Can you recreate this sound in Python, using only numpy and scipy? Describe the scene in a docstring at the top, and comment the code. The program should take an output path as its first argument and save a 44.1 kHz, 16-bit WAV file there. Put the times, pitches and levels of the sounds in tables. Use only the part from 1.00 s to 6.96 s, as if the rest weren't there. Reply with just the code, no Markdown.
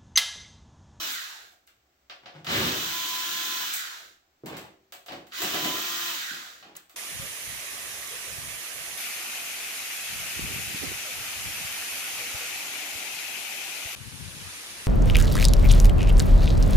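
"""Motor and gears coast to a stop at the start; two powered runs of a cordless screwdriver follow.
Motor orders whine, and tooth strikes excite the gear housing. In the later runs a screw rasps by stick-slip
as it is backed out of a cooker's sheet-metal panel. Slides, bumps, taps and scrapes excite the steel bit
and the sheet as impulses or friction noise. A small hard room adds diffuse echoes and faint steady noise."""
import sys
import numpy as np
from scipy import signal
from scipy.fft import rfft, irfft
from scipy.io import wavfile
from scipy.ndimage import uniform_filter1d

SR = 44100
rng = np.random.default_rng(int(sys.argv[2]) if len(sys.argv) > 2 else 0)


def unload_audio(sound):
    """Save the sound as a 16-bit wav file, at the path given as the first command line argument."""
    columns = np.transpose(np.atleast_2d(sound))
    # keep every value between -1 and 1, then stretch to whole-number steps
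    steps = np.round(np.clip(columns, -1, 1) * 32767)
    wavfile.write(sys.argv[1], SR, steps.astype(np.int16))


N = 262836
TIME = np.arange(N) / SR

# Levels in the tables are relative to the gains of the functions that use them.
# trigger pulls: pressed_s, released_s, driven_rattle_db, coasting_rattle_db, friction_turns_per_s2
TRIGGER_PULLS = [(-.3, 0.032, -31, -30.5, 326), (1.444, 2.64, -31.5, -29, 335),
                 (4.305, 5.093, -31.5, -29, 270)]
# motor speed under power, one curve a run, before spin-up and flutter: time_s, speed_turns_per_s
POWERED_SPEED = [
    [(0, 330)],
    [(1.8, 324), (1.97, 338), (2.04, 339), (2.13, 335.5), (2.33, 341.5), (2.52, 342), (2.62, 337)],
    [(4.47, 324), (4.55, 333.5), (4.73, 336), (4.82, 344.5), (5.09, 346)],
]
# tones of motor and gears at full speed: multiple_of_motor_speed, first_run_db, second_run_db, third_run_db
MOTOR_ORDERS = [(1, -51, -59, -55), (2, -52.5, -64.5, -53), (3, -55, -55, -52), (3.5, -51, -73, -49.5),
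                (4, -48, -55.5, -51.5), (5, -60, -51.5, -56), (5.5, -71, -71, -49), (9, -74, -56.5, -53),
                (9.5, -47.5, -49, -49), (10.5, -63, -58, -55), (12, -42, -51, -55), (17.5, -38.5, -49, -58),
                (18, -59, -51, -53)]
# narrow housing resonances that strengthen a passing tone: centre_hz, width_hz, boost_db
HOUSING_MODES = [(1007.7, 7.8, 14), (1360, 8, 11), (2971, 53, 13)]
# gearbox spectrum under power: frequency_hz, level_db
DRIVEN_SPECTRUM = [(60, -36.5), (130, -26), (330, -13), (480, -25), (780, -16), (1050, -8.5), (1400, -3),
                   (2200, -7), (3400, -1.5), (5200, -7.5), (6200, -5.5), (8000, -11), (9500, -23),
                   (15500, -6.5)]
# gearbox spectrum while coasting: frequency_hz, level_db
COASTING_SPECTRUM = [(150, -63), (320, -22.5), (500, -27), (800, -19), (1000, -18.5), (1300, -0.5),
                     (1600, 1.5), (2300, -6.5), (4100, -4), (4800, -7.5), (7200, -8.5), (9300, -23),
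                     (15500, -14)]
# balance of the gearbox between the ports: frequency_hz, left_minus_right_db
PORT_BALANCE = [(150, 0), (350, -4.5), (700, -1.5), (1300, -0.5), (2600, -3), (4200, -8), (6500, 3),
                (9000, 7), (15000, 6)]
# unscrewing: bite_s, tightest_s, bite_db, tightest_db, loosening_db_per_s, turn_swell_db
SCREW_FRICTION = [(1.464, 1.646, -27, -27.5, 85, 1.2), (4.369, 4.655, -44, -34, 135, 5.5)]
# rasp spectra of the low and then the high screw: frequency_hz, level_db
RASP_SPECTRA = [
    [(45, -45), (62, -13), (80, -5), (115, -4.5), (380, -7), (550, -13), (1000, -10), (2000, -9.5),
     (4000, -10), (8000, -35)],
    [(45, -56), (62, -21), (85, -1), (160, -3.5), (330, 3.5), (500, -2), (700, -6), (1200, -10.5),
     (3000, -1), (8000, -52)],
]
# bit sliding over the screw head: start_s, length_s, level_db
BIT_SLIDES = [(1.213, 0.028, -52), (1.321, 0.044, -47.5), (3.444, 0.11, -41), (3.594, .05, -50),
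              (4.093, 0.031, -36.5), (5.31, 0.021, -49.5), (5.61, 0.085, -52)]
# friction spectrum of a slide: frequency_hz, level_db
SLIDE_SPECTRUM = [(41, -46.5), (70, -13), (173, -2.5), (266, -8.5), (309, 1.5), (427, -8), (832, -5),
                  (1080, -9), (3090, -13), (8880, -34), (12000, -63), (15600, -32), (22000, -120)]
# soft bumps of hand and tool body on the panel: start_s, level_db, pitch_hz, decay_s (time constant)
BODY_BUMPS = [(1.351, -44, 150, .022), (1.407, -47, 140, .02), (3.436, -19.5, 302, 0.0019),
              (3.514, -21, 330, 0.0012), (4.122, -33, 242, 0.002), (4.657, -21.5, 300, 0.0064),
              (5.312, -39.5, 255, 0.0049), (5.943, -49.5, 328, 0.0066)]
# taps of bit and screws on the metal: time_s, clack_db, panel_thud_db, bright_tick_db
METAL_TAPS = [(.52, -71, -64.5, -58), (0.675, -55.5, -74, -56), (1.098, -38, -49.5, -58),
              (1.259, -40.5, -47, -73), (1.446, -40, -50, -45), (1.468, -28.5, -48, -46),
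              (2.738, -54, -57, -24), (2.765, -51, -69, -28.5), (3.46, -43.5, -45.5, -38.5),
              (3.569, -40, -67, -38.5), (3.923, -41, -48.5, -39), (4.062, -46.5, -52, -44.5),
              (4.084, -37.5, -41.5, -59), (4.121, -40.5, -44, -47.5), (4.269, -52.5, -69, -53),
              (4.321, -38.5, -74, -62), (4.419, -27.5, -37, -25), (4.543, -28, -36.5, -39),
              (4.647, -30, -37.5, -30), (5.626, -46, -54.5, -68), (5.753, -45, -73, -50),
              (5.762, -63, -74, -52), (5.896, -53, -65, -49.5)]
# spectrum of the clack on steel: frequency_hz, level_db
CLACK_SPECTRUM = [(30, -55), (150, -25.5), (500, -4.5), (780, -18), (1100, 4), (1600, 4.5), (2200, 2),
                  (3000, 4.5), (4900, -1.5), (6200, -11), (9000, -30.5)]
# spectrum of the panel thud: frequency_hz, level_db
THUD_SPECTRUM = [(25, -45), (50, -34), (110, -11), (280, -8), (450, -2), (720, 11), (1000, -3.5),
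                 (1800, -57)]
# spectrum of the tick at the bit's tip, and of the scrapes: frequency_hz, level_db
TICK_SPECTRUM = [(100, -80), (3500, -33), (6000, 0), (8000, 6), (9200, -8), (12000, -0.5), (15500, 5)]
# loose screw scraping across the tip of the bit: middle_s, length_s, level_db
TIP_SCRAPES = [(0.132, 0.094, -33.5), (0.674, .016, -53), (2.743, .05, -30), (5.768, 0.011, -32)]
# modes of the steel bit and its holder: frequency_hz, level_db, t60_s
BIT_MODES = [(1392, 6, 0.51), (1574, -7, 1), (1660, 0, 0.72), (2690, -9, .2), (3550, -5, 0.28),
             (4080, -11, 0.18)]
# modes of the sheet-metal panel: frequency_hz, level_db, t60_s
PANEL_MODES = [(103, -14, 0.43), (138.6, -15, 0.15), (167, -27, 0.42), (224, -26, 0.33), (276, -4, 0.75),
               (322.3, 17, 0.48), (384.7, 11, 1), (564.3, 12.5, 0.39), (727, 17.5, 0.1), (1210, -10, 0.213),
               (1770, 7, 0.35)]
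# reverberation of the room: frequency_hz, t60_s
ROOM_DECAY = [(100, 0.39), (250, 0.47), (550, 0.51), (1400, 0.36), (3700, 0.35), (9700, 0.35),
              (16000, 0.28)]
# spectrum of the still room: frequency_hz, level_db
HUSH_SPECTRUM = [(15, -13), (25, -49), (63, -4.5), (145, -18.5), (180, -19), (206, -17), (373, -11.5),
                 (439, -19.5), (754, -12.5), (936, -19.5), (1330, -16.5), (1940, -19), (7920, -26),
                 (9070, -42), (16000, -24)]

TEETH = 9  # on the motor pinion
FULL_SPEED = 340  # turns per second, reference for pace
SPIN_UP_S, DRAG_S = .11, .5  # rise time; time constant of the speed-proportional drag
RATTLE_GROWTH, LOAD_DB = 1.458, 1.5  # exponent of pace; rise of the rattle while a screw is tight
MESH_DB, MESH_WIDTH_HZ = 13, 230  # whirr of the coasting gears
BITE_S, SCREW_TURN_S = .035, 0.1074  # time for the thread to bite; one turn of a screw
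SLIDE_ATTACK_S, SLIDE_FADE_DB_PER_S = 0.029, 223
HUSH_DB = -69
PORT_GAP_S = 0.00054  # sound's travel time between the two listening ports
EDGE_HZ = 16000


def motor_speed(pressed, released, friction, powered):
    """Rotational dynamics: spin-up, powered speed, then viscous drag and dry friction; in turns per second."""
    spin_up = 1 - (1 - np.minimum(since(pressed) / SPIN_UP_S, 1)) ** 2
    speed = spin_up * np.interp(TIME, *np.transpose(powered))
    slowing = np.exp(-since(released) / DRAG_S)
    speed = np.maximum(speed * slowing - friction * DRAG_S * (1 - slowing), 0)
    flutter = 1 + .002 * wander(hz=30.11)
    return speed * flutter


def gear_teeth(speed, spread_db=3.5, throb=0.24, backlash=.15):
    """Periodic impact: each pinion tooth strikes once a turn, unevenly and harder on one side of the shaft."""
    turns = np.cumsum(speed) / SR
    tooth_phase = TEETH * turns + backlash * wander(hz=900)
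    strikes = np.diff(np.floor(tooth_phase), prepend=0) > 0
    size = amp(spread_db * rng.standard_normal(N)) * (1 + throb * np.cos(2 * np.pi * turns))
    train = strikes * size * rng.choice([-1, 1], N)
    # even out the power over about 50 ms, whatever the strike rate
    local_power = abs(uniform_filter1d(train ** 2, size=2200))
    return train / np.sqrt(local_power + 1e-3)


def gearbox(speeds, load, gear_db=2.0, coast_db=1, grip=0.17, power_from=170, power_span=150):
    """Source and filter: tooth strikes ring the housing; the loose mesh sweeps down as a broad whirr."""
    driven, coasting, mesh = np.zeros((3, N))
    for speed, (_, _, driven_db, loose_db, _) in zip(speeds, TRIGGER_PULLS):
        pace = speed / FULL_SPEED
        strikes = gear_teeth(speed) * amp(LOAD_DB * load) * pace ** RATTLE_GROWTH
        # crossfade by speed, in turns per second, from the loose to the driven rattle
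        power = np.clip((speed - power_from) / power_span, 0, 1)
        loose = amp(loose_db) * strikes * (1 - power)
        driven += amp(driven_db) * strikes * power
        coasting += loose
        mesh += resonate(loose, TEETH * speed, MESH_WIDTH_HZ) * np.sqrt(pace)
    sound = amp(gear_db) * through(driven, colour(DRIVEN_SPECTRUM)) + amp(MESH_DB) * mesh
    # at the high screw the hand wraps the housing and damps its main ring
    main_band = signal.butter(1, (3200, 4400), "bandpass", fs=SR, output="sos")
    sound -= grip * signal.sosfilt(main_band, sound) * (TIME >= TRIGGER_PULLS[-1][0])
    coast = through(coasting, colour(COASTING_SPECTRUM))
    sound += amp(coast_db) * ringing(coast, BIT_MODES, ring_db=-30.5)
    lean_db = read(PORT_BALANCE, np.fft.rfftfreq(N, 1 / SR)) / 2
    placed = room(sound, wet_db=8, shift_hz=70.27)
    return irfft(rfft(placed) * amp([lean_db, -lean_db]), N)


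def singing(hz):
    """Resonance: the gain that the housing modes give to a tone of this pitch."""
    power = 1
    for centre, width, db in HOUSING_MODES:
        power = power + amp(db) ** 2 / (1 + (2 * (hz - centre) / width) ** 2)
    return np.sqrt(power)


def whine(speeds, growth=2.53, wobble=0.0014):
    """Order tones: multiples of the shaft rate follow the motor and swell on crossing a housing resonance."""
    out = np.zeros(N)
    for run, speed in enumerate(speeds):
        running = speed > 0
        turns = (np.cumsum(speed) / SR + wobble * wander(hz=120))[running]
        pace = speed[running] / FULL_SPEED
        for order, *db in MOTOR_ORDERS:
            # the shaft tone fades least as the motor slows
            fade = pace ** (growth * min(order + 1, 3))
            gain = amp(db[run]) * fade * singing(order * speed[running])
            out[running] += gain * np.sin(2 * np.pi * (order * turns + rng.random()))
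    return room(np.sqrt(2) * out, wet_db=-7, lag_s=.00005)


def thread_friction(bite, tightest, bite_db, tight_db, loosening, swell_db):
    """Friction envelope: the thread bites, reaches its tightest turn and works loose, swelling every turn."""
    db = np.interp(TIME, [bite, tightest], [bite_db, tight_db]) - loosening * since(tightest)
    swell = np.cos(2 * np.pi * (TIME - tightest) / SCREW_TURN_S)
    return np.minimum(since(bite) / BITE_S, 1) * amp(db + swell_db * swell)


def screws(frictions):
    """Stick-slip excitation: the thread jerks through its hole and shakes the whole sheet."""
    rasp = 0
    for friction, spectrum in zip(frictions, RASP_SPECTRA):
        jerks = through(slips(per_s=1800, spread_db=3.0), colour(spectrum))
        rasp += friction * evened(ringing(jerks, PANEL_MODES, ring_db=-18.5))
    return room(rasp, wet_db=4.0, shift_hz=12)


def sliding(slide_db=-1):
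    """Sliding friction: the bit skids over screw head and sheet while it looks for its seat."""
    jerks = through(slips(per_s=900, spread_db=2.5), colour(SLIDE_SPECTRUM))
    skid = evened(ringing(jerks, PANEL_MODES, ring_db=-38))
    pressure = 0
    for start, length, db in BIT_SLIDES:
        attack = np.minimum(since(start) / SLIDE_ATTACK_S, 1)
        pressure += attack * amp(db - SLIDE_FADE_DB_PER_S * since(start + length))
    return amp(slide_db) * room(skid * pressure, wet_db=2.5)


def bumps():
    """Damped oscillation: a soft bump flexes the sheet and rings its modes; the deepest motion is weak."""
    t, out = np.arange(SR // 8) / SR, np.zeros(N)
    for start, db, hz, decay in BODY_BUMPS:
        part = out[round(start * SR):][:len(t)]
        push = amp(db) * np.sin(2 * np.pi * hz * t) * np.exp(-t / decay)
        part += push[:len(part)]
    # the deepest motion does not radiate
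    radiating = signal.butter(4, 110, "highpass", fs=SR, output="sos")
    flex = signal.sosfilt(radiating, out)
    return room(ringing(flex, PANEL_MODES, ring_db=-33), wet_db=6)


def chatter(blows, chatter_db=-7, span_s=.035, count=5):
    """Repeated impact: loose metal touches again a few times after each blow, more lightly with delay."""
    out = blows.copy()
    for at in np.flatnonzero(blows):
        delay = rng.random(count)
        touches = np.minimum(at + (delay * span_s * SR).astype(int), N - 1)
        out[touches] += blows[at] * amp(chatter_db) * (1 - delay)
    return out


def taps(clack_db=26.0, thud_db=28, tick_db=27):
    """Impulse response: each tap clacks on the steel, ticks at the bit's tip and thuds in the panel."""
    clack, thud, tick = np.zeros((3, N))
    for s, steel_db, panel_db, tip_db in METAL_TAPS:
        at = round(s * SR)
        clack[at] = amp(steel_db + clack_db)
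        thud[at] = amp(panel_db + thud_db)
        tick[at] = amp(tip_db + tick_db)
    clack = through(chatter(clack), colour(CLACK_SPECTRUM))
    thud = through(thud, colour(THUD_SPECTRUM))
    steel = room(ringing(clack, BIT_MODES, ring_db=-35), wet_db=11)
    sheet = room(ringing(thud, PANEL_MODES, ring_db=-22.5), wet_db=11.0)
    tip = room(through(tick, colour(TICK_SPECTRUM)), wet_db=9)
    return steel + sheet + tip


def scrapes():
    """Friction of steel on steel: a brief bright swell of tiny jerks."""
    skid = evened(through(slips(per_s=1900, spread_db=-1.0), colour(TICK_SPECTRUM)))
    pressure = 0
    for middle, length, db in TIP_SCRAPES:
        position = np.clip((TIME - middle) / length, -.5, .5)
        pressure += amp(db) * np.cos(np.pi * position) ** 2
    return room(skid * pressure, wet_db=-10)


def hush():
    """Diffuse-field noise: the faint steady sound of the room."""
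    gain = amp(read(HUSH_SPECTRUM, np.fft.rfftfreq(N, 1 / SR)))
    return amp(HUSH_DB) * evened(irfft(rfft(diffuse(count=N)) * gain, N))


def room(x, wet_db, shift_hz=0.71, lag_s=.00018, count=3):
    """Reverberation: direct sound, left port first, plus echoes that shift as the source moves or spins."""
    wet = np.zeros((2, N))
    for k in range(count):
        share = np.cos(np.pi * (shift_hz * TIME + k / count)) * np.sqrt(2 / count)
        wet += [through(x * share, tail) for tail in echoes()]
    direct = np.array([x, np.roll(x, round(lag_s * SR))])
    return (direct + amp(wet_db) * wet) / np.hypot(1, amp(wet_db))


def echoes():
    """Exponential decay: a dense room tail in which each band dies at its own speed; left energy is one."""
    hz, t, bands = signal.stft(diffuse(count=SR // 2), SR, nperseg=256)
    decay = amp(-60 * t / read(ROOM_DECAY, hz)[:, None])
    tail = signal.istft(bands * decay, SR, nperseg=256)[1]
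    return tail / np.linalg.norm(tail[0])


def diffuse(count):
    """Spatial coherence: noise from all sides is alike at both ports in the bass, unrelated higher up."""
    a, b = rfft(rng.standard_normal((2, count)))
    same = np.sinc(2 * np.fft.rfftfreq(count, 1 / SR) * PORT_GAP_S)
    return irfft(np.array([a, same * a + np.sqrt(1 - same ** 2) * b]), count)


def slips(per_s, spread_db):
    """Stick-slip: a random train of small and large jerks, of rms one."""
    size = amp(spread_db * np.minimum(rng.exponential(1, N), 4)) * rng.choice([-1, 1], N)
    return evened(size * (rng.random(N) < per_s / SR))


def ringing(x, modes, ring_db):
    """Modal superposition: a metal part passes a push straight on and also rings with its modes."""
    t = np.arange(SR // 2) / SR
    ring = sum(amp(db - 60 * t / t60) * np.cos(2 * np.pi * hz * t) for hz, db, t60 in modes)
    return x + amp(ring_db) * through(x, ring / np.linalg.norm(ring))


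def resonate(x, hz, width):
    """Heterodyning: shift the curve hz to zero, low-pass and shift back, a moving resonance of gain one."""
    turn = np.exp(2j * np.pi * np.cumsum(hz) / SR)
    r = np.exp(-np.pi * width / SR)
    smoothed = signal.lfilter([(1 - r) ** 2], [1, -2 * r, r * r], x / turn + 1e-18)
    return 2 * (turn * smoothed).real


def colour(points, size=4096):
    """Minimum phase: the causal impulse response of energy one with the given spectrum."""
    log_gain = np.log(amp(read(points, abs(np.fft.fftfreq(size, 1 / SR)))))
    pulse = np.fft.ifft(np.exp(np.conj(signal.hilbert(log_gain)))).real[:size // 2]
    return pulse / np.linalg.norm(pulse)


def through(x, response):
    """Convolution: passes a sound through an impulse response."""
    return signal.oaconvolve(x, response)[:N]


def wander(hz):
    """Low-passed noise: slow random variation of rms one, up to about the given rate."""
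    f = np.fft.rfftfreq(N, 1 / SR)
    return evened(irfft(rfft(rng.standard_normal(N)) / (1 + (f / hz) ** 4), N))


def read(points, hz):
    """Interpolation: reads a table on a log-frequency axis."""
    f, value = np.transpose(points)
    return np.interp(np.log(hz + 1), np.log(f + 1), value)


def evened(x):
    """Normalisation: scales to an rms of one."""
    return x / np.sqrt(np.mean(x ** 2) + 1e-20)


def amp(db):
    """Logarithmic level: decibels to amplitude gain."""
    return 10 ** (np.asarray(db) / 20)


def since(s):
    """Elapsed time: seconds gone by since a moment, zero before it."""
    return np.maximum(TIME - s, 0)


def scene():
    """Superposition: screwdriver, screws, contact sounds and room add linearly."""
    speeds = []
    for (pressed, released, _, _, friction), powered in zip(TRIGGER_PULLS, POWERED_SPEED):
        speeds.append(motor_speed(pressed, released, friction, powered))
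    frictions = [thread_friction(*row) for row in SCREW_FRICTION]
    load = sum(friction / friction.max() for friction in frictions)
    tool = gearbox(speeds, load) + whine(speeds)
    contacts = screws(frictions) + sliding() + bumps() + taps() + scrapes()
    return tool + contacts + hush()


def record(dry):
    """Band limiting: a linear-phase low-pass removes the highest treble."""
    lowpass = signal.firwin(511, EDGE_HZ, window=("kaiser", 9), fs=SR)
    return signal.oaconvolve(dry, lowpass[None], "same")


dry = scene()
out = record(dry)
unload_audio(out)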